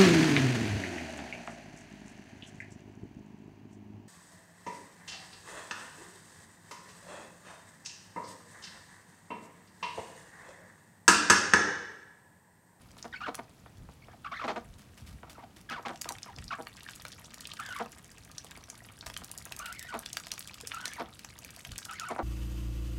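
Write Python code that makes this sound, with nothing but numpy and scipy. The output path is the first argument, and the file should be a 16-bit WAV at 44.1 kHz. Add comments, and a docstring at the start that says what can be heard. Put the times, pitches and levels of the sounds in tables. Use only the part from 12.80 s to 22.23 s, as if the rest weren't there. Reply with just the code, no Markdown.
"""A paved, walled courtyard where ducks dabble in rain puddles. Bills snap water films in quick, even bouts and
in louder lone snaps, and webbed feet swish, over a patter of drips and bubbles. A duck gives short reedy
squeaks and trilling whines that drop into a rasp of separate throat pulses. The walls add a brief echo; a
distant town hums and air buffets the microphone softly."""
import sys
import numpy as np
from scipy import signal
from scipy.fft import rfft, irfft
from scipy.io import wavfile
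from scipy.ndimage import uniform_filter1d

SR = 44100
rng = np.random.default_rng(int(sys.argv[2]) if len(sys.argv) > 2 else 0)


def master_out(mix):
    """Clip the mix to full scale and print it as 16-bit PCM to the path in sys.argv[1]."""
    frames = np.transpose(np.atleast_2d(mix))
    ceiling = np.clip(frames, -1, 1)
    pcm = np.round(ceiling * 32767).astype(np.int16)
    wavfile.write(sys.argv[1], SR, pcm)


N = 415863
TIME = np.arange(N) / SR

# Each row: first snap in seconds, last snap in seconds, snap count, snap level in dB,
# snap centre in Hz, smack level in dB.
NIBBLE_BOUTS = [(3.969, 4.283, 6, -50, 7000, -49), (4.543, 4.988, 8, -46, 6540, -53),
                (5.317, 5.903, 10, -50, 5900, -63), (6.375, 6.994, 10, -41.5, 7510, -56.5),
                (7.191, 8.0803, 14, -44.5, 6180, -49.5), (8.589, 8.7634, 4, -47, 6500, -54),
                (8.85, 9.053, 4, -42.5, 4670, -46.5)]


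def nibbles(uneven_db=2, tune_oct=0.201, hurry=0.024, smack_lag_s=.04, smack_hz=3940, loose_s=.003):
    """A bill snaps shut and reopens with a softer smack. Yields rows laid out like LONE_SNAPS."""
    for first, last, count, snap_db, snap_hz, smack_db in NIBBLE_BOUTS:
        for u in np.linspace(0, 1, round(count)):
            s = first + (last - first) * (u + hurry * u * (1 - u))
            size, tune, smack_size, smack_tune, late = rng.standard_normal(5)
            yield s, snap_db + uneven_db * size, snap_hz * 2 ** (tune_oct * tune), 0.61
            smack_s = s + smack_lag_s + loose_s * late
            yield smack_s, smack_db + uneven_db * smack_size, smack_hz * 2 ** (tune_oct * smack_tune), 0.43


# Further bill snaps and smacks, louder ones at lone times. Each row: start in seconds, level in dB, centre in
# Hz, spread in octaves.
LONE_SNAPS = [(0.186, -53, 4100, 0.26), (0.2274, -41.5, 5400, .25), (0.5464, -40, 4200, 0.89),
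              (0.5527, -39.5, 7200, .6), (2.813, -56, 8000, .8), (2.8992, -44.5, 4440, 0.88),
              (3.0838, -41.5, 3195, 0.62), (3.159, -48.5, 4006, .5), (3.2142, -37, 5790, 0.44),
              (3.2182, -34.5, 7780, 0.75), (3.2448, -42, 3580, .6), (3.2904, -32.5, 5700, 0.61),
              (3.3227, -40.5, 7030, 0.46), (3.353, -48, 2590, .45), (3.385, -47, 4047, 0.68),
              (3.4314, -39, 5490, 0.27), (3.5632, -48, 4900, 0.31), (3.5863, -44, 3950, 0.56),
              (3.642, -47.5, 6500, 0.41), (3.6804, -43, 4785, 0.17), (3.87, -40, 2740, .85),
              (4.088, -40.5, 2580, 0.72), (4.2521, -38.5, 3120, 1.13), (4.6542, -40, 3650, 0.29),
              (4.717, -40, 3830, .3), (5.0601, -44.5, 2094, 1.5), (5.5824, -37, 5500, 0.33),
              (5.7162, -46.5, 2750, 0.63), (5.901, -40, 6340, 0.32), (6.088, -51, 2720, 0.29),
              (6.2101, -43, 4350, 0.22), (6.227, -49.5, 1800, 0.66), (6.2667, -38.5, 4170, 1.02),
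              (6.3005, -41, 3780, 1.07), (6.3412, -45, 4450, .5), (6.3659, -36, 3333, .6),
              (6.5776, -39.5, 7700, 0.34), (6.7222, -39, 2930, 0.48), (6.7648, -43, 7200, .6),
              (6.7927, -39.5, 7290, 0.51), (6.8619, -40.5, 3500, 0.42), (7.0275, -43, 7600, 0.87),
              (7.1915, -40.5, 9960, 0.49), (7.261, -37, 3800, 0.24), (7.3309, -37, 6800, .4),
              (7.4691, -45.5, 3030, 0.79), (7.5791, -42.5, 3800, 0.84), (7.3702, -30.5, 4220, 0.8),
              (7.5175, -31.5, 5260, 0.54), (7.5936, -38.5, 10800, .45), (7.8732, -36, 6770, .5),
              (7.9114, -49, 2725, 0.59), (7.9177, -34.5, 2650, 0.45), (8.0564, -31, 4900, 0.56),
              (8.0797, -38.5, 5560, .45), (8.1353, -43.5, 7030, 0.72), (8.3934, -46.5, 5480, 0.77),
              (8.4476, -41, 4530, 0.89), (8.9809, -36.5, 7100, 0.46), (9.198, -35.5, 5410, 0.52),
              (9.2871, -43, 7800, 0.34)]


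def bills(level_window_s=0.0054, touch_db=-17, touch_lead_s=0.002):
    """Wet clicks of bills, each preceded by a faint touch on the water."""
    out = np.zeros(N)
    for s, db, hz, spread_oct in [*LONE_SNAPS, *nibbles()]:
        add(out, s - touch_lead_s * rng.uniform(.5, 1.6), amp(db + touch_db) * click(hz, spread_oct))
        add(out, s, amp(db) * click(hz, spread_oct))
    return np.sqrt(level_window_s * SR) * out


def click(hz, spread_oct, spatter_db=-7, skirt_db=-34, bubbles_db=-8, lag_s=.0005, size=1024, count=3):
    """A water film snaps, with a fine spatter and a few tiny bubbles in its wake; energy 1."""
    f = np.fft.rfftfreq(size, 1 / SR) + 1
    t = np.arange(size) / SR
    hump = np.exp(-(np.log2(f / hz) / (2 * max(spread_oct, .15))) ** 2) + amp(skirt_db)
    tilt_db = log_interp([(100, -34), (500, 26), (1500, 15.5), (4000, 1), (9000, 2.5), (16000, 0)], f)
    snap = minimum_phase(hump * amp(tilt_db))
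    spatter = rng.standard_normal(size) * np.exp(-t / .0018)
    spatter *= amp(spatter_db) / np.linalg.norm(spatter)
    spatter[0] = 1
    sound = signal.fftconvolve(snap, spatter)[:size]
    sound /= np.linalg.norm(sound)
    for tune, lag in zip(rng.uniform(-1.016, 1, count), rng.exponential(lag_s, count)):
        bubble_hz = min(hz * 2 ** (tune * spread_oct), 11000)
        add(sound, lag, amp(bubbles_db) * bubble(bubble_hz, ring_cycles=5.9))
    return sound / np.linalg.norm(sound)


def bubble(hz, ring_cycles, rise_per_cycle=0.0046, size=1024):
    """A bubble rings and rises in pitch as it nears the surface; energy 1."""
    cycles = hz * np.arange(size) / SR
    glide = 1 + rise_per_cycle * np.minimum(cycles, 40)
    phase = 2 * np.pi * np.cumsum(glide) * hz / SR
    ping = np.sin(phase) * np.exp(-cycles / ring_cycles) * (1 - np.exp(-cycles))
    return ping / np.linalg.norm(ping)


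# One pitch curve per whine. Each row: time in seconds, pitch in Hz.
WHINE_CURVES = [
    [(0.327, 1877), (0.347, 1510), (0.357, 2472), (0.369, 2255), (0.378, 2603)],
    [(0.406, 1568), (0.412, 1118), (0.44, 1546), (0.46, 1560), (0.479, 813)],
    [(1.516, 1202), (1.524, 1116), (1.538, 1374), (1.548, 2153), (1.558, 1490), (1.568, 2418), (1.58, 1522),
     (1.588, 2093), (1.598, 1168), (1.608, 1599), (1.618, 1188), (1.645, 924)],
    [(4.792, 1550), (4.802, 1174), (4.82, 1754), (4.906, 1590), (4.924, 1321), (4.946, 2132), (4.958, 1183),
     (4.972, 1128), (4.986, 2220), (4.998, 990), (5.005, 812.5)],
    [(6.79, 1639), (6.806, 1090), (6.82, 1480), (6.918, 1388), (6.94, 2390), (7.024, 1883), (7.076, 1967),
     (7.09, 1541), (7.116, 1500), (7.143, 828)],
    [(7.935, 1397), (7.971, 1292), (7.977, 1440), (8.037, 1583), (8.057, 1449), (8.085, 2222),
     (8.117, 1540), (8.141, 2419), (8.169, 2046), (8.183, 1063), (8.2, 768)],
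    [(9.085, 1394), (9.119, 1270), (9.163, 2190), (9.183, 2162), (9.197, 1437), (9.245, 1285),
     (9.267, 1596), (9.279, 1279), (9.304, 1042)],
]
# Each entry: level of one whine in dB, before thinning.
WHINE_LEVELS_DB = [-39.5, -39.5, -39.5, -42, -45.5, -45, -44.5]
# Each row: start in seconds, length in seconds, lowest pitch in Hz, level in dB.
DIPPING_SQUEAKS = [(1.219, .03, 2070, -61.5), (1.286, .047, 1620, -64), (1.445, .032, 1130, -43.5),
                   (2.433, .042, 950, -66), (2.583, .033, 950, -56), (2.891, .05, 1250, -40.5),
                   (3.707, .036, 1090, -36)]
# Each row: start in seconds, length in seconds, first pitch in Hz, level in dB.
FALLING_SQUEAKS = [(0.574, .012, 1567, -52), (1.331, .016, 1052, -58), (1.677, .024, 1386, -40),
                   (2.475, .011, 1108, -54.5), (2.55, .03, 1600, -61), (2.623, .023, 1109, -51),
                   (2.939, .051, 1610, -43.5), (3.052, .017, 1246, -39), (3.122, .029, 1097, -51),
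                   (3.269, .047, 1402, -49.5), (3.467, .042, 1357, -52.5), (9.382, .013, 1100, -39)]


def notes(bend_s=0.005, thin_above_hz=1290, thin_db_per_oct=-10.5, dip_oct=.62, dip_at=.47, fall_oct=.85):
    """Whines that thin out up high, and short squeaks. Yields start in seconds, pitch in Hz, gain."""
    def arch(u):
        return unit_rms(1 - 0.18 * (2 * u - 1) ** 2)
    for rows, db in zip(WHINE_CURVES, WHINE_LEVELS_DB):
        s, hz = np.transpose(rows)
        hz = np.interp(np.arange(s[0], s[-1], 1 / SR), s, hz)
        hz = uniform_filter1d(hz, round(bend_s * SR))
        yield s[0], hz, amp(db + thin_db_per_oct * np.maximum(np.log2(hz / thin_above_hz), 0))
    for start, length, hz, db in DIPPING_SQUEAKS:
        u = np.linspace(0, 1, round(length * SR))
        yield start, hz * 2 ** (dip_oct * (2 * (u - dip_at)) ** 2), amp(db) * arch(u)
    for start, length, hz, db in FALLING_SQUEAKS:
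        u = np.linspace(0, 1, round(length * SR))
        yield start, hz * 2 ** (-fall_oct * u), amp(db) * arch(u)


# Each row: harmonic number, level in dB relative to the fundamental.
VOICE_HARMONICS = [(2, -11), (3, -24)]


def squeaks(edge_s=.003, trill_hz=48, flutter_hz=420, hoarse_hz=1250, level_db=-1, hiss_db=-16, throb_db=4):
    """One reed-like tone trills through each note, louder in its dips and hissing more as it drops."""
    weight, pitch, level = np.full(N, 1e-9), np.full(N, 1e-6), np.zeros(N)
    for start, hz, gain in notes():
        add(weight, start, np.ones(len(hz)))
        add(pitch, start, hz)
        add(level, start, gain)
    window = signal.windows.hann(round(2 * edge_s * SR)) / (edge_s * SR)
    weight, pitch, level = (np.convolve(c, window, "same") for c in (weight, pitch, level))
    hz = pitch / weight
    rough = 1 / (1 + (hz / hoarse_hz) ** 4)
    # Each trill cycle sags, then flicks upward.
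    trill = 1 - np.pi / 2 * abs(np.sin(drifting_phase(trill_hz, depth=.25, drift_hz=20) / 2))
    waver = .12 * (1 - rough) * trill
    jitter = 0.0214 * wander(hz=606)
    phase = 2 * np.pi * np.cumsum(hz * (1 + waver + jitter)) / SR
    flutter = np.cos(drifting_phase(flutter_hz, depth=0.33, drift_hz=80.74))
    tone = np.cos(phase)
    for harmonic, db in VOICE_HARMONICS:
        tone += amp(db) * np.cos(round(harmonic) * phase) * (1 + 0.3 * wander(hz=200))
    tone *= 1 + 0.37 * flutter + 0.32 * wander(hz=122)
    hiss = noise([(200, -1), (700, -4.5), (2000, 10), (5000, 4.5), (8000, -10), (16000, -60)])
    hiss *= amp(hiss_db) * (.5 + rough) * (1 + flutter)
    return amp(level_db - throb_db * trill) * level * (np.sqrt(2) * tone + hiss)


# Each row: start in seconds, end in seconds, pulses per second, level in dB, brightness in dB.
RASP_BURSTS = [(0.244, 0.264, 230, -51, 2), (0.479, 0.497, 266, -42.5, -0.5), (0.526, 0.527, 300, -55, 4),
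               (0.589, 0.602, 255, -48, -1), (1.641, 1.664, 270, -43, 2), (1.679, 1.723, 216, -40, 4.5),
               (1.76, 1.786, 254, -44, 0.5), (2.909, 2.938, 254, -47.5, 11), (3.058, 3.077, 276, -45, 5),
               (3.092, 3.118, 178, -46.5, -1), (3.714, 3.74, 242, -62, 17), (3.786, 3.816, 162, -49.5, -11),
               (5.001, 5.027, 230, -42, -4.5), (7.141, 7.172, 223, -43.5, -0.5),
               (8.196, 8.223, 204, -43, -2), (9.303, 9.328, 238, -42.5, -2),
               (9.362, 9.364, 230, -51.5, -15), (9.391, 9.404, 178, -39, -19)]


def rasps(slowing=0.312, jitter=.06, level_db=2, spit_db=-13):
    """The squeak breaks into uneven pulses that slow down and darken, each with a spit of noise."""
    out = np.zeros(N)
    spit = noise([(300, -16), (1500, 4), (4000, 2.5), (6500, -16), (9000, -26), (16000, -46)])
    for start, end, rate, db, bright_db in RASP_BURSTS:
        length = end - start
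        train = np.zeros(round(length * SR) + SR // 100)
        s = 0
        for gap, size, tune in rng.standard_normal((30, 3)):
            if s > length - .002:
                break
            progress = s / length
            top_hz = 2300 * np.exp(0.091 * tune - .5 * progress)
            flap = throat_flap(top_hz, low_hz=237, fall_s=.0012, ring_s=.00082, overtone_db=bright_db - 8.5)
            add(train, s, flap * amp(1.8 * size - 15 * (progress - .4) ** 2))
            s += (1 + slowing * (progress - .5)) * np.exp(jitter * gap) / rate
        train += amp(spit_db + bright_db) * abs(train) * np.roll(spit, -round(start * SR))[:len(train)]
        add(out, start, amp(db + level_db) * unit_rms(train) * np.sqrt(len(train) / (length * SR)))
    return out


# Each row: start in seconds, level in dB.
SOFT_CLUCKS = [(0.167, -47), (0.691, -52), (0.86, -41), (1.088, -43.5), (1.283, -41.5), (2.431, -36.5),
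               (2.58, -38.5), (2.993, -35), (3.255, -33), (3.305, -33), (3.46, -41), (3.577, -43.5),
               (5.644, -44), (5.771, -42), (6.417, -40), (6.663, -42.5), (6.712, -41), (8.072, -41.5)]


def clucks(level_db=-5, puff_db=-14):
    """Single, slower throat flaps, each with a short hoarse puff."""
    out = np.zeros(N)
    puff = noise([(300, -29), (1000, 22), (2200, 5), (3500, -10), (6000, -24), (16000, -45)])
    for (s, db), tune in zip(SOFT_CLUCKS, rng.standard_normal(len(SOFT_CLUCKS))):
        top_hz = 1900 * np.exp(0.11 * tune)
        flap = throat_flap(top_hz, low_hz=245, fall_s=0.00288, ring_s=0.0021, overtone_db=-8.5)
        t = np.arange(len(flap)) / SR
        flap += amp(puff_db) * np.exp(-t / 0.035) * np.roll(puff, -round(s * SR))[:len(t)]
        add(out, s, amp(db + level_db) * flap)
    return out


def throat_flap(top_hz, low_hz, fall_s, ring_s, overtone_db):
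    """One flap of the throat: a few cycles that drop steeply in pitch."""
    t = np.arange(SR // 40) / SR
    hz = low_hz + (top_hz - low_hz) * np.exp(-t / fall_s)
    phase = 2 * np.pi * np.cumsum(hz) / SR
    swell = t / ring_s * np.exp(1 - t / ring_s)
    return swell * (np.sin(phase) + amp(overtone_db) * swell * np.sin(2 * phase))


# Each row: centre in Hz, bandwidth in Hz, gain in dB.
THROAT_MODES = [(228, 33, 15.5), (479, 28, -3), (689, 66, 0), (770, 52, 0)]


def throat(x):
    """Adds the low ringing of the windpipe and air sacs."""
    return x + sum(amp(db) * signal.lfilter(*signal.iirpeak(hz, hz / width_hz, SR), x)
                   for hz, width_hz, db in THROAT_MODES)


# Each row: start in seconds, pitch in Hz, level in dB.
DRIP_BUBBLES = [(4.064, 1711, -43.5), (5.756, 2200, -50.5), (6.005, 1900, -51.5), (7.675, 3230, -48),
                (7.696, 2390, -46), (7.834, 454, -44), (8.647, 2370, -47), (8.65, 514, -55)]


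def drips(level_window_s=0.0054):
    """Each drip traps one ringing bubble."""
    out = np.zeros(N)
    for s, hz, db in DRIP_BUBBLES:
        add(out, s, amp(db) * bubble(hz, ring_cycles=3.4))
    return np.sqrt(level_window_s * SR) * out


# Each row: time in seconds, level of the stirred water in dB.
WATER_ACTIVITY = [(0.0, -65), (1.44, -72.5), (1.6, -65), (2.84, -74.5), (3.02, -61.5), (4.96, -54.5),
                  (5.33, -61), (8.06, -53), (8.4, -58.5), (9.11, -52.5), (9.43, -60)]


def patter(nibble_hz=15, nibble_db=4, ticks_per_s=110, bubbles_per_s=420, spread_db=5, bands=32):
    """Small ticks and short-lived bubbles, bunched by the nibbling of the bill."""
    def impulses(per_s):
        hits = rng.random(N) < per_s / bands / SR
        return hits * amp(spread_db * np.minimum(rng.exponential(1, N), 3))
    ticks, bubbles = np.zeros(N), np.zeros(N)
    for u in np.linspace(0, 1, bands):
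        ticks += signal.oaconvolve(impulses(ticks_per_s), click(2000 * 4.54 ** u, spread_oct=0.46))[:N]
        bubbles += signal.oaconvolve(impulses(bubbles_per_s), bubble(1150 * 10 ** u, ring_cycles=2.2))[:N]
    nibble = amp(nibble_db * np.sin(drifting_phase(nibble_hz, depth=0.1947, drift_hz=5.25)))
    mix = amp(-5) * unit_rms(ticks * nibble) + amp(-3) * unit_rms(bubbles * nibble)
    return amp(curve(WATER_ACTIVITY)) * mix


def gurgles(per_s=14, level_db=2, low_hz=750, range_oct=1.095, level_window_s=0.0099, bands=8):
    """The bill sucks larger pockets of water: soft, low slurps at random times."""
    out = np.zeros(N)
    for u in np.linspace(0, 1, bands):
        slurps = (rng.random(N) < per_s / bands / SR) * rng.uniform(0.48, 1, N)
        out += signal.oaconvolve(slurps, click(low_hz * 2 ** (range_oct * u), spread_oct=0.466))[:N]
    return amp(curve(WATER_ACTIVITY) + level_db) * np.sqrt(level_window_s * SR) * out


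# Each row: start in seconds, decay in seconds, level in dB.
FOOT_SWISHES = [(.01, 0.086, -66), (0.18, 0.035, -55), (1.12, 0.047, -67), (1.98, 0.047, -55.5),
                (2.17, 0.042, -52.5), (2.261, 0.046, -53), (2.495, 0.023, -47), (2.761, 0.031, -50.5),
                (6.261, 0.0096, -35.5)]


def wading(rise_s=0.0019, grain_db=4):
    """A foot pushes a grainy sheet of water that soon settles."""
    level = np.zeros(N)
    t = np.arange(SR // 2) / SR
    for s, decay_s, db in FOOT_SWISHES:
        add(level, s, amp(db) * (1 - np.exp(-t / rise_s)) * np.exp(-t / decay_s))
    spray = noise([(200, 1), (700, 4.5), (2500, 4.5), (7000, -0.5), (11000, -3.5), (16000, -13)])
    return level * unit_rms(spray * amp(grain_db * wander(hz=298)))


# Each row: frequency in Hz, time to decay by 60 dB in seconds.
TAIL_T60 = [(150, 0.24), (700, 0.21), (2000, 0.17), (6000, 0.17), (15000, 0.17)]
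# Each row: delay in seconds, relative level in dB.
WALL_ECHOES = [(.0031, -13), (.0074, -14), (.0128, -26.5), (.0215, -33), (.034, -27)]


def courtyard(x, echo_db, tail_db):
    """Direct sound, a few echoes from paving and walls, and a short diffuse tail."""
    hz, t, spectra = signal.stft(rng.standard_normal(SR // 2), SR, nperseg=256)
    decay = amp(-60 * t / log_interp(TAIL_T60, hz)[:, None])
    tail = signal.istft(spectra * decay, SR, nperseg=256)[1]
    response = amp(tail_db) * tail / np.linalg.norm(tail)
    response[0] += 1
    for delay_s, db in WALL_ECHOES:
        add(response, delay_s, amp(db + echo_db) * np.array([.2, .6, .2]))
    return signal.fftconvolve(x, response)[:N]


# Each row: centre in seconds, half length in seconds, level in dB.
AIR_LUMPS = [(1.03, .06, -48), (1.91, .06, -47), (2.09, .03, -52), (2.235, .025, -43), (2.32, .05, -45),
             (3.65, .08, -47), (6.33, .07, -48), (8.92, .06, -49)]
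# Each row: frequency in Hz, relative level in dB.
LUMP_SPECTRUM = [(20, -32), (35, -2), (55, 2), (110, -0.5), (200, -8), (350, -23.5), (700, -38),
                 (2000, -77)]


def buffets(flutter_db=5):
    """Soft, low lumps of air hit the microphone."""
    lumps = sum(amp(db) * np.exp(-((TIME - s) / half_s) ** 2) for s, half_s, db in AIR_LUMPS)
    return lumps * noise(LUMP_SPECTRUM) * amp(flutter_db * wander(hz=12.6))


# Each row: frequency in Hz, relative level in dB.
TOWN_SPECTRUM = [(20, -28), (35, -6), (55, 4.5), (110, 5.5), (230, 1), (400, -9), (900, -13), (1600, -18),
                 (4000, -23), (8000, -26), (16000, -32)]


def town(level_db=-57):
    """Steady noise of a distant town."""
    return amp(level_db) * noise(TOWN_SPECTRUM)


def amp(db):
    """Decibels to gain."""
    return 10 ** (np.asarray(db) / 20)


def unit_rms(x):
    """Scales to rms 1."""
    return x / np.sqrt(np.mean(x ** 2) + 1e-20)


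def log_interp(points, hz):
    """Interpolates (Hz, value) points on a log-frequency axis."""
    f, value = np.transpose(points)
    return np.interp(np.log(hz + 1), np.log(f), value)


def curve(rows):
    """Interpolates (seconds, value) rows at every sample."""
    return np.interp(TIME, *np.transpose(rows))


def add(mix, s, sound):
    """Mixes a sound in at s seconds."""
    part = mix[max(round(s * SR), 0):][:len(sound)]
    part += sound[:len(part)]


def noise(spectrum):
    """Noise of rms 1, shaped by (Hz, dB) points."""
    gain = amp(log_interp(spectrum, np.fft.rfftfreq(N, 1 / SR)))
    return unit_rms(irfft(rfft(rng.standard_normal(N)) * gain, N))


def wander(hz):
    """Random drift of rms 1, rolled off above hz."""
    gain = np.exp(-(np.fft.rfftfreq(N, 1 / SR) / hz) ** 2)
    return unit_rms(irfft(rfft(rng.standard_normal(N)) * gain, N))


def drifting_phase(hz, depth, drift_hz):
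    """Phase in radians of a rate that wanders around hz."""
    return 2 * np.pi * np.cumsum(hz * (1 + depth * wander(drift_hz))) / SR


def minimum_phase(gain):
    """The sharpest impulse that has this gain per frequency bin."""
    cepstrum = irfft(np.log(np.maximum(gain, 1e-4)))
    half = len(cepstrum) // 2
    folded = np.r_[cepstrum[0], 2 * cepstrum[1:half], np.zeros(half)]
    return irfft(np.exp(rfft(folded)))


def scene():
    """Voice and water echo in one courtyard, over air and town noise; mono."""
    voice = courtyard(throat(squeaks() + rasps() + clucks()), echo_db=-6.5, tail_db=-7.5)
    puddles = bills() + drips() + patter() + gurgles() + wading()
    water = courtyard(puddles, echo_db=-4, tail_db=-9)
    return (voice + water + buffets() + town())[None]


def record(dry, cutoff_hz=16100):
    """The recorder's band limit."""
    lowpass = signal.firwin(401, cutoff_hz, window=("kaiser", 9), fs=SR)
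    return signal.oaconvolve(dry, lowpass[None], "same")


dry = scene()
out = record(dry)
master_out(out)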